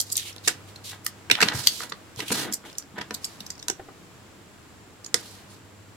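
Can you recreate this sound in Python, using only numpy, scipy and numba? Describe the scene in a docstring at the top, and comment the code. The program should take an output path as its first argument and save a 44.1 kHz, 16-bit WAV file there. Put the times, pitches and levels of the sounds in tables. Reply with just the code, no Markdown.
"""Foil crackles and hisses under fingers: two swollen pouch cells are handled on a wooden bench.
One is picked up, put down with a clatter and pushed aside; the other is dragged closer, lifted and
worked at with a blade. Foil snaps as it buckles, knocks ring the bench top, sliding things judder and
a hand bumps an acrylic stand. Close stereo in a small room, with faint air and mains hum underneath."""
import sys
import numpy as np
from scipy import signal
from scipy.fft import rfft, irfft
from scipy.io import wavfile
from numba import njit

SR = 44100
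rng = np.random.default_rng(int(sys.argv[2]) if len(sys.argv) > 2 else 0)


def waveform_to_disk(signal):
    """Save audio, clipped to [-1, 1], as 16-bit WAV at the path in sys.argv[1]."""
    frames = np.transpose(np.atleast_2d(signal))
    scaled = np.clip(frames, -1, 1) * 32767
    samples = np.round(scaled).astype(np.int16)
    wavfile.write(sys.argv[1], SR, samples)


N = 262836
TIME = np.arange(N) / SR
HIT_SAMPLES = 8192
CRINKLE_RING_DB = 11  # buckled patch above the rest of the pouch

# Hit levels are 10 ms equivalents (see burst). Pan is left minus right.
# Foil buckling. Each row: start in s, level in dB, nominal length in s, ring in Hz, tilt in dB/octave,
# pan in dB.
FOIL_SNAPS = [(.0005, -20, 0.0043, 7250, -1.5, -3), (0.011, -26.5, 0.003, 4770, 12, 3),
              (.0997, -38.5, 0.002, 4370, 2, -4), (.117, -27.5, 0.0064, 8000, -1, -3),
              (0.122, -24.5, 0.0069, 6450, 7, -2), (.155, -31, 0.00091, 5490, 0, -1),
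              (0.1672, -21, .0024, 7200, 7.5, 0), (.176, -24.5, 0.0022, 3040, 1, -2),
              (0.194, -32, 0.0046, 2750, -2, -2), (0.448, -39.5, 0.0026, 3900, -3, -12),
              (0.7576, -42, 0.0054, 3560, -3, 0), (1.0445, -40, .0077, 12000, 3, 1),
              (1.064, -23, 0.0012, 1360, 0.5, -1), (1.6713, -8.5, 0.0018, 3320, -0.5, -0.5),
              (1.894, -40.5, 0.0065, 4700, 3, -7), (2.524, -29, 0.0028, 6650, 2, -7),
              (2.5345, -28, 0.0026, 1600, 4, 3), (2.539, -25, 0.003, 6750, 12, -2),
              (2.783, -27.5, 0.0012, 6700, 4.5, -4), (3.1404, -28.5, .0087, 4550, 4.5, -3.5),
              (3.2439, -27.5, 0.0012, 4070, -0.5, -3), (3.2486, -30.5, 0.0038, 7500, 2, -1),
              (3.4042, -36.5, 0.0024, 3350, -1.5, -2), (3.4633, -37.5, .0038, 6250, -3.5, -4),
              (3.5028, -31, .0032, 6360, -4, -1.5), (3.596, -44, .002, 4870, -1, -4),
              (3.627, -38.5, 0.00095, 6160, -8, 1), (5.044, -39, 0.0039, 6640, -4, -3),
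              (5.0617, -36.5, 0.0033, 6300, -4.5, -2)]
# Cell or blade striking something hard. Each row: start in s, level in dB, nominal length in s,
# ring in Hz, tilt in dB/octave, pan in dB, bench level before trim in dB.
HARD_KNOCKS = [(0.3623, -42.5, 0.0012, 3220, 4.5, -15, -48.5), (.475, -13.5, 0.0086, 8000, 2.5, -4.5, -28),
               (0.487, -29.5, 0.0081, 1320, -3, 1, -53), (1.2991, -19, 0.0024, 2350, -1.5, -3, -32.5),
               (1.312, -9, 0.0028, 3220, 1, -6.5, -29), (1.351, -24, 0.0034, 3200, -2.5, 0, -51),
               (1.404, -20, 0.0032, 1790, 0, -4, -33), (1.413, -16.5, 0.005, 2170, 0.5, -2, -49),
               (1.4239, -11.5, 0.0089, 2700, -0.5, -4, -21.5), (1.485, -20, 0.0021, 4000, -2, -2, -38),
               (1.52, -33, 0.004, 1390, -4, -4, -41), (1.805, -35, 0.0013, 1490, -7, -2, -43),
               (1.92, -30, 0.0042, 4300, -6.5, -1, -44), (2.16, -46.5, .0017, 5710, 8, 0, -52),
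               (2.191, -37, 0.0042, 3850, 2, -8, -33), (2.202, -28.5, 0.0051, 2570, 1.5, -2.5, -48),
               (2.303, -31.5, 0.0046, 2880, -4, -3, -32.5), (2.316, -20.5, 0.012, 9700, 3.5, -2.5, -26.5),
               (2.98, -31, 0.0084, 1900, -2, -3, -33), (3.011, -31.5, 0.0068, 1760, -1, -2, -38.5),
               (3.108, -32.5, 0.002, 594, -2, -2, -33), (3.6824, -24, 0.0017, 7500, 2.5, -4.5, -40),
               (3.698, -23, 0.0036, 6100, 3.5, -5.5, -51), (5.1424, -15, 0.0015, 6600, 3, -4, -28)]
# Bench top modes. Each row: frequency in Hz, relative level in dB, T60 in s.
BENCH_MODES = [(196, -11, 0.11), (281, -3.5, 0.088), (348, 6, 0.026), (418, -2, 0.082), (485.4, 0, 0.053),
               (622, -3.5, 0.065), (730, -2, 0.069), (862, -5.5, 0.038), (990, 0.5, 0.073),
               (1227, -17.5, 0.085), (1481, -8, 0.11), (1636, -17, 0.11), (1807, -15.5, 0.2),
               (1970, -6, 0.088), (2220, -30, 0.11)]
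# Pouch foil response. Each row: frequency in Hz, relative gain in dB.
FOIL_SPECTRUM = [(300, -28.5), (1150, -21.5), (2000, -13.5), (2700, -17), (3500, -10), (4600, -4),
                 (7500, -4), (10500, -10.5), (13300, -6.5), (16000, -29)]


def crinkles():
    """Bright snaps of buckling foil."""
    out = np.zeros((2, N))
    for s, db, length_s, ring_hz, tilt_db, pan_db in FOIL_SNAPS:
        sound = snap(FOIL_SPECTRUM, length_s, ring_hz, CRINKLE_RING_DB, tilt_db,
                     ring_octaves=0.39, ripple_db=5.0)
        add(out, s, burst(sound, db) * sides(pan_db))
    return out


def knocks(ring_db=7.5, bench_trim_db=-1):
    """The struck corner of a cell clacks and the bench rings under it."""
    # Cell response. Each row: frequency in Hz, relative gain in dB.
    cell_spectrum = [(250, -27.5), (700, -18), (1100, -4.5), (1550, 3.5), (2600, -2.5), (4500, -1.5),
                     (6000, -4), (8000, -9.5), (10500, -15.5), (13500, -19), (16000, -38)]
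    out = np.zeros((2, N))
    for s, db, length_s, ring_hz, tilt_db, pan_db, bench_db in HARD_KNOCKS:
        clack = snap(cell_spectrum, length_s, ring_hz, ring_db, tilt_db, ring_octaves=0.38, ripple_db=3)
        thud = strike(BENCH_MODES, rise_s=0.0011)
        add(out, s, burst(clack, db) * sides(pan_db) + burst(thud, bench_db + bench_trim_db))
    return out


def snap(body, length_s, ring_hz, ring_db, tilt_db, ring_octaves=0.26, ripple_db=6.5):
    """A few ms of tiny slips, heard through the body and the ring of the patch that gave way."""
    fall_s, spiky_db, ripple_hz = .0014, 6, 300
    t, hz = np.arange(HIT_SAMPLES) / SR, freqs(HIT_SAMPLES)
    push = np.minimum(0.32 + 2 * t / length_s, 1) * np.exp(-np.maximum(t - 1.11 * length_s, 0) / fall_s)
    slips = rng.standard_normal((3, HIT_SAMPLES)) * undb(spiky_db * rng.standard_normal(HIT_SAMPLES))
    ring = ring_db * np.exp(-.5 * (np.log2(hz / ring_hz) / ring_octaves) ** 2)
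    # each snap has its own crowd of small, quickly damped modes
    crowd = ripple_db * np.interp(hz / ripple_hz, np.arange(512), rng.standard_normal(512))
    tilt = tilt_db * np.log2(np.maximum(hz, 1000) / 5000)
    response = minimum_phase(along(body, hz) + ring + crowd + tilt)
    return irfft(pair(rfft(slips * push), treble_apart(hz)) * response)


def strike(modes, rise_s, scatter_db=3.5, detune=0.01, spread_hz=1100):
    """A plate rings; each strike scatters the strength, tuning and phase of its modes."""
    t = np.arange(HIT_SAMPLES) / SR
    hz, db, t60_s = np.transpose(modes)[:, :, None]
    size, tune, phase, offset = rng.standard_normal((4, len(modes), 1))
    swing = undb(db + scatter_db * size) * decay(t, t60_s)
    angle = 2 * np.pi * (hz * (1 + detune * tune) * t + phase)
    skew = offset * hz / spread_hz  # shorter waves reach the two sides less in step
    ring = np.array([np.sum(swing * np.sin(angle + side * skew), axis=0) for side in (.5, -.5)])
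    return ring * (1 - np.exp(-t / rise_s))


def slides(hiss_trim_db=-2, scrape_trim_db=-4, rumble_trim_db=-2, judder_db=2.5, judder_hz=170):
    """Foil hisses through a resonance that moves with the grip; wood scrapes and shakes the bench."""
    # Friction spectra of foil, wood and bench. Each row: frequency in Hz, relative gain in dB.
    hiss_spectrum = [(1200, -4), (2400, 3.5), (3500, -2.5), (5000, -4), (7500, -3), (10000, -4.5),
                     (13500, -7.5), (16000, -18)]
    scrape_spectrum = [(350, -17), (700, -5.5), (1100, -3), (1600, 0.5), (2400, -6.5), (3500, -3.5),
                       (7000, -37.5)]
    rumble_spectrum = [(60, -46), (130, 9.5), (200, -9), (300, 5), (450, -6), (650, -7), (1300, -43)]
    hiss_gain, skin_hz = foil_motion()
    scrape_gain, rumble_gain = wood_motion()
    hiss = colour(friction(grain_db=2.5, apart=0.84), hiss_spectrum)
    # the taut skin radiates little below its first resonance
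    edge_hz = np.clip(0.99 * skin_hz, 2000, 12000)
    hiss = unit(np.array([resonant_highpass(side, edge_hz, damping=.42) for side in hiss]))
    scrape = colour(through_bench(friction(grain_db=7.5, apart=0.26)), scrape_spectrum)
    rumble = colour(through_bench(friction(grain_db=8.0, apart=0.22)), rumble_spectrum)
    surface = hiss * hiss_gain * undb(hiss_trim_db) + scrape * scrape_gain * undb(scrape_trim_db)
    return surface * undb(judder_db * walk(judder_hz)) + rumble * rumble_gain * undb(rumble_trim_db)


def foil_motion(strain_s=0.0115, settle_s=0.02, crease_db=-12, crease_hz=4800, sag_octaves=.2):
    """Stereo gain and power-weighted resonance of finger rubs and creases rustling around each snap."""
    # Fingers on foil. Each row: start in s, length in s, relative level in dB,
    # change over the stroke in dB, nominal skin resonance in Hz, pan in dB.
    rubs = [(.04, 0.11, -49, 4, 4800, 0), (0.15, .15, -30, -10.5, 3640, -3),
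            (0.423, 0.068, -42.5, 10.5, 4400, -2), (0.666, .025, -49, 0.5, 4080, -2),
            (0.836, 0.08, -34, -3, 4260, -0.5), (1.316, 0.092, -40, -6, 3000, 0),
            (1.41, 0.088, -26.5, -14, 3600, -4), (1.524, 0.16, -30.5, -2, 4700, -5.5),
            (1.692, 0.14, -35, 1.5, 4540, -5), (2.165, 0.053, -34, -3, 3600, -2),
            (2.25, 0.052, -36, 4, 3520, -2), (2.314, 0.12, -25.5, -5, 4200, -3),
            (2.642, 0.086, -40, -16, 3400, -0.5), (3.204, 0.14, -48, -2, 4900, -2),
            (3.35, 0.23, -58, -9, 4360, -2), (5.16, 0.11, -42.5, -4, 4280, -2),
            (5.255, 0.094, -45.5, -1.5, 4800, -2), (5.347, 0.056, -50, -2.5, 4420, -2),
            (5.478, 0.064, -51, 0, 4600, -2)]
    crease = np.minimum(TIME[:SR] / strain_s, 1) * jolt(settle_s)
    moves = [(s - strain_s, undb(db + crease_db) * crease, crease_hz, pan_db)
             for s, db, *_, pan_db in FOIL_SNAPS]
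    for s, length_s, db, change_db, hz, pan_db in rubs:
        gain, progress = stroke(length_s, change_db)
        slackening_hz = hz * 2 ** (-sag_octaves * progress)
        moves.append((s, undb(db) * gain, slackening_hz, pan_db))
    power, weighted_hz = np.zeros((2, N)), np.zeros((1, N))
    for s, gain, hz, pan_db in moves:
        add(power, s, (gain * sides(pan_db)) ** 2)
        add(weighted_hz, s, (gain ** 2 * hz)[None])
    return np.sqrt(power), weighted_hz[0] / (power.mean(axis=0) + 1e-18)


def wood_motion(rest_scrape_db=-75, rest_rumble_db=-55.5, skid_scrape_db=-12.5, skid_rumble_db=-15):
    """Scrape and rumble gains from resting hands, drags and the skid after each knock."""
    # Cell dragged over wood. Each row: start in s, length in s, relative scrape in dB,
    # change over the stroke in dB, relative rumble in dB, pan in dB.
    drags = [(0.907, 0.019, -39, 2, -52, 1), (1.355, 0.047, -33.5, 3.5, -56, 0),
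             (1.44, 0.085, -31.5, -4, -40, 7), (1.5, 0.24, -27.5, -23, -35.5, -2),
             (1.794, .06, -36, -3.5, -47, -2), (2.198, 0.027, -39.5, 1.5, -40, 0),
             (2.321, 0.17, -30.5, -4.5, -32, -1), (2.631, 0.064, -35.5, -17, -36, 2),
             (2.949, 0.056, -39, 4, -47, 1)]
    scrape_power = np.full((2, N), undb(rest_scrape_db) ** 2)
    rumble_power = np.full((1, N), undb(rest_rumble_db) ** 2)
    for s, length_s, scrape_db, change_db, rumble_db, pan_db in drags:
        gain, _ = stroke(length_s, change_db)
        add(scrape_power, s, (undb(scrape_db) * gain * sides(pan_db)) ** 2)
        add(rumble_power, s, (undb(rumble_db) * gain[None]) ** 2)
    for s, *_, bench_db in HARD_KNOCKS:
        skid = undb(bench_db) * jolt(decay_s=0.061)[None]
        add(scrape_power, s, (undb(skid_scrape_db) * skid) ** 2)
        add(rumble_power, s, (undb(skid_rumble_db) * skid) ** 2)
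    return np.sqrt(scrape_power), np.sqrt(rumble_power)


def stroke(length_s, change_db, attack_s=0.027, release_s=0.023):
    """Gain of a stroke that gathers speed, swells or fades and stops; its progress from 0 to 1."""
    t = TIME[:SR]
    progress = np.clip(t / length_s, 0, 1)
    release = np.exp(-np.maximum(t - length_s, 0) / release_s)
    return np.minimum(t / attack_s, 1) * undb(change_db * progress) * release, progress


def jolt(decay_s):
    """Gain of a sudden motion dying away."""
    return np.exp(-TIME[:SR] / decay_s)


def friction(grain_db, apart):
    """Dense tiny catches of uneven size between two surfaces."""
    return pair(rng.standard_normal((3, N)), apart) * undb(grain_db * rng.standard_normal(N))


def through_bench(x, floor_db=-8, damping_hz=14):
    """Rubbing drives the bench modes, widened by a resting hand."""
    hz = freqs(N)
    peaks = sum(peak(hz, mode_hz, damping_hz + np.log(1000) / (2 * np.pi * t60_s))
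                for mode_hz, _, t60_s in BENCH_MODES)
    return irfft(rfft(x) * np.sqrt(peaks + undb(2 * floor_db)), N)


def thumps(rise_s=0.0025, t60_s=0.074, overtone_ratio=1.3, overtone_db=-8):
    """Soft, long pushes move only the lowest modes under the hand."""
    # Hand and pouch landing. Each row: start in s, level in dB, pitch in Hz.
    landings = [(1.324, -36, 130), (1.433, -28.5, 184), (1.457, -33, 166.6), (1.547, -31, 139),
                (1.555, -32, 110), (2.174, -38, 122), (2.307, -27.5, 202), (2.32, -28, 255),
                (2.477, -38, 220), (2.502, -36.5, 222), (2.94, -41, 195), (2.984, -41, 193),
                (3.111, -38, 212), (3.41, -43.5, 192)]
    out, t = np.zeros((2, N)), np.arange(HIT_SAMPLES) / SR
    envelope = (1 - np.exp(-t / rise_s)) * decay(t, t60_s)
    for s, db, hz in landings:
        angle = 2 * np.pi * hz * t
        swing = np.sin(angle) + undb(overtone_db) * np.sin(overtone_ratio * angle)
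        add(out, s, burst(swing[None] * envelope, db))
    return out


def stand_bumps(scuff_db=-4, scuff_s=0.0063):
    """The light stand rocks and settles: each time a hollow knock and a dull scuff of its foot."""
    # Stand contacts. Each row: start in s, level in dB, contact time in s.
    contacts = [(3.6988, -32.5, 0.00083), (3.795, -36.5, 0.0023), (3.885, -44, 0.00088), (3.916, -53, .003)]
    # Stand modes. Each row: frequency in Hz, relative level in dB, T60 in s.
    stand_modes = [(338, -18, 0.1), (376, 4.5, 0.067), (700, -14, 0.068), (774, 3.5, 0.041),
                   (1057, -11, 0.058), (1483, -10, 0.063), (1990, -14, 0.035), (2460, -21, .03)]
    # Foot scuff. Each row: frequency in Hz, relative gain in dB.
    scuff_spectrum = [(150, -1), (350, -5), (800, -3), (1200, -6), (2200, -6), (3500, -22), (7000, -38)]
    out = np.zeros((2, N))
    for s, db, contact_s in contacts:
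        scuff = snap(scuff_spectrum, scuff_s, ring_hz=770, ring_db=-3, tilt_db=0.5)
        add(out, s, burst(strike(stand_modes, contact_s), db) + burst(scuff, db + scuff_db))
    return out


def grip_ticks(gap_s=0.031, level_db=-48, spread_db=2, length_s=0.0017, ring_hz=4800):
    """Small creases tick at random under a tightening grip."""
    # Grips. Each row: start in s, end in s.
    grips = [(.2, 0.39), (2.659, 2.84), (3.53, 3.67)]
    out = np.zeros((2, N))
    for start_s, end_s in grips:
        gaps, sizes, tunes = rng.standard_normal((8, 3)).T
        times_s = start_s + gap_s * np.cumsum(np.exp(0.37 * gaps))
        for s, size, tune in zip(times_s, sizes, tunes):
            tick_hz = ring_hz * np.exp(0.29 * tune)
            tick = snap(FOIL_SPECTRUM, length_s, tick_hz, CRINKLE_RING_DB, tilt_db=-8.5)
            if s < end_s:
                add(out, s, burst(tick, level_db + spread_db * size))
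    return out


def room(x, near_db=-11, near_s=0.014, far_db=-15, gap_s=0.0016):
    """Quick reflections off the bench and its clutter, then the room's short tail."""
    # Room decay. Each row: band centre in Hz, T60 in s.
    decay_bands = [(150, 0.42), (400, 0.2), (1000, 0.16), (2800, 0.22), (7000, .16), (14000, 0.082)]
    size = 16384
    t, hz = np.arange(size) / SR, freqs(size)
    onset = np.clip(t / gap_s - 1, 0, 1)
    near, far = (stereo_noise(size, treble_apart(hz)) for _ in range(2))
    centres_hz, t60s = np.transpose(decay_bands)
    tail = 0
    for weights, t60_s in zip(np.eye(len(decay_bands)), t60s):
        band = irfft(rfft(far) * along(np.c_[centres_hz, weights], hz))
        tail = tail + band * decay(t, t60_s)
    early = near * onset * np.exp(-t / near_s)
    response = undb(near_db) * unit(early) + undb(far_db) * unit(tail * onset)
    return signal.fftconvolve(x, response / np.sqrt(size), axes=1)[:, :N]


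def room_air(level_db=-50, sway_db=1.0, bass_apart_hz=18):
    """Gently wavering air noise; treble and the lowest rumble differ between the sides."""
    # Air noise. Each row: frequency in Hz, relative gain in dB.
    air_spectrum = [(15, -53), (25, -17), (64, -14.5), (82, -5), (102, -3.5), (134, -10), (200, -5.5),
                    (229, -11), (405, -13.5), (463, -13.5), (531, -15), (1190, -16), (4250, -25),
                    (7510, -28.5), (16000, -38)]
    hz = freqs(N)
    noise = stereo_noise(N, treble_apart(hz) + bass_apart_hz / hz)
    return colour(noise, air_spectrum) * undb(level_db + sway_db * walk(rate_hz=4.08))


def thin_hiss(centre_hz=7410, half_width_hz=370, level_db=-65.5):
    """A steady, narrow band of high noise."""
    band = rfft(rng.standard_normal((2, N))) * peak(freqs(N), centre_hz, half_width_hz)
    return undb(level_db) * unit(irfft(band, N))


def mains_hum(hz=100, sway_db=.7):
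    """A faint mains tone that fades and swells back."""
    # Hum contour. Each row: time in s, level in dB.
    contour = [(0, -54), (.9, -52), (1.5, -65), (2, -67), (3.3, -71), (4.6, -74), (5.3, -56.5),
               (5.95, -54.5)]
    level_db = np.interp(TIME, *np.transpose(contour)) + sway_db * walk(rate_hz=5.4)
    return np.sqrt(2) * np.sin(2 * np.pi * hz * TIME) * undb(level_db)


def undb(db):
    """Decibels to gain."""
    return 10 ** (np.asarray(db) / 20)


def unit(x):
    """Scale to rms 1."""
    return x / np.sqrt(np.mean(x ** 2) + 1e-18)


def burst(x, db):
    """Scale a short sound to the energy of 10 ms at this level."""
    return x * undb(db) * np.sqrt(.01 * SR / np.mean(np.sum(x ** 2, axis=-1)))


def decay(t, t60_s):
    """Gain falling 60 dB in t60_s."""
    return np.exp(-np.log(1000) * t / t60_s)


def peak(hz, centre_hz, half_width_hz):
    """Resonance curve of height 1."""
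    return 1 / (1 + ((hz - centre_hz) / half_width_hz) ** 2)


def freqs(size):
    """FFT bin frequencies, floored at 1 Hz."""
    return np.maximum(np.arange(size // 2 + 1) * SR / size, 1)


def along(points, hz):
    """Read (Hz, value) points on a log-frequency axis."""
    point_hz, value = np.transpose(points)
    return np.interp(np.log(hz), np.log(point_hz), value)


def colour(x, spectrum):
    """Filter a full-length sound by (Hz, dB) points; rms 1."""
    return unit(irfft(rfft(x) * undb(along(spectrum, freqs(N))), N))


def minimum_phase(db):
    """Response of a body with these gains that rings only after it is struck."""
    cepstrum = irfft(np.log(undb(db)))
    half = len(cepstrum) // 2
    cepstrum[1:half] *= 2
    cepstrum[half + 1:] = 0
    return np.exp(rfft(cepstrum))


@njit
def resonant_highpass(x, hz, damping):
    """State-variable high-pass with a peak at its moving edge."""
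    y, band_state, low_state = np.empty(len(x)), 0., 0.
    for i in range(len(x)):
        g = np.tan(np.pi * hz[i] / SR)
        band = (band_state + g * (x[i] - low_state)) / (1 + g * (g + damping))
        y[i] = x[i] - damping * band - (low_state + g * band)
        band_state, low_state = 2 * band - band_state, low_state + 2 * g * band
    return y


def walk(rate_hz):
    """Random wander with a spread near 1."""
    knots = rng.standard_normal(4096)
    return np.interp(TIME * rate_hz, np.arange(len(knots)), knots)


def sides(pan_db):
    """Left and right gains of constant total power."""
    gains = undb(np.array([[.5], [-.5]]) * pan_db)
    return gains / np.sqrt(np.mean(gains ** 2, axis=0))


def pair(three, apart):
    """Stereo from common, left and right signals; apart is the unshared part of the power."""
    own = np.clip(apart, 0, 1)
    return np.sqrt(1 - own) * three[0] + np.sqrt(own) * three[1:]


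def treble_apart(hz, crossover_hz=700):
    """Unshared part of the power, rising with frequency."""
    return hz / (hz + crossover_hz)


def stereo_noise(size, apart):
    """White noise, partly unshared in each frequency bin."""
    return irfft(pair(rfft(rng.standard_normal((3, size))), apart), size)


def add(out, s, sound):
    """Mix a short sound in at s seconds."""
    start = max(int(s * SR), 0)
    out[:, start:start + sound.shape[-1]] += sound[:, :N - start]


def scene():
    """The handling, its reflections and the quiet behind it."""
    handling = crinkles() + knocks() + stand_bumps() + thumps() + slides() + grip_ticks()
    return handling + room(handling) + room_air() + thin_hiss() + mains_hum()


def record(dry):
    """Clip at full scale, then low-pass at 16.2 kHz."""
    lowpass = signal.ellip(8, .2, 70, 16200, fs=SR, output="sos")
    return signal.sosfilt(lowpass, np.clip(dry, -1, 1))


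dry = scene()
out = record(dry)
waveform_to_disk(out)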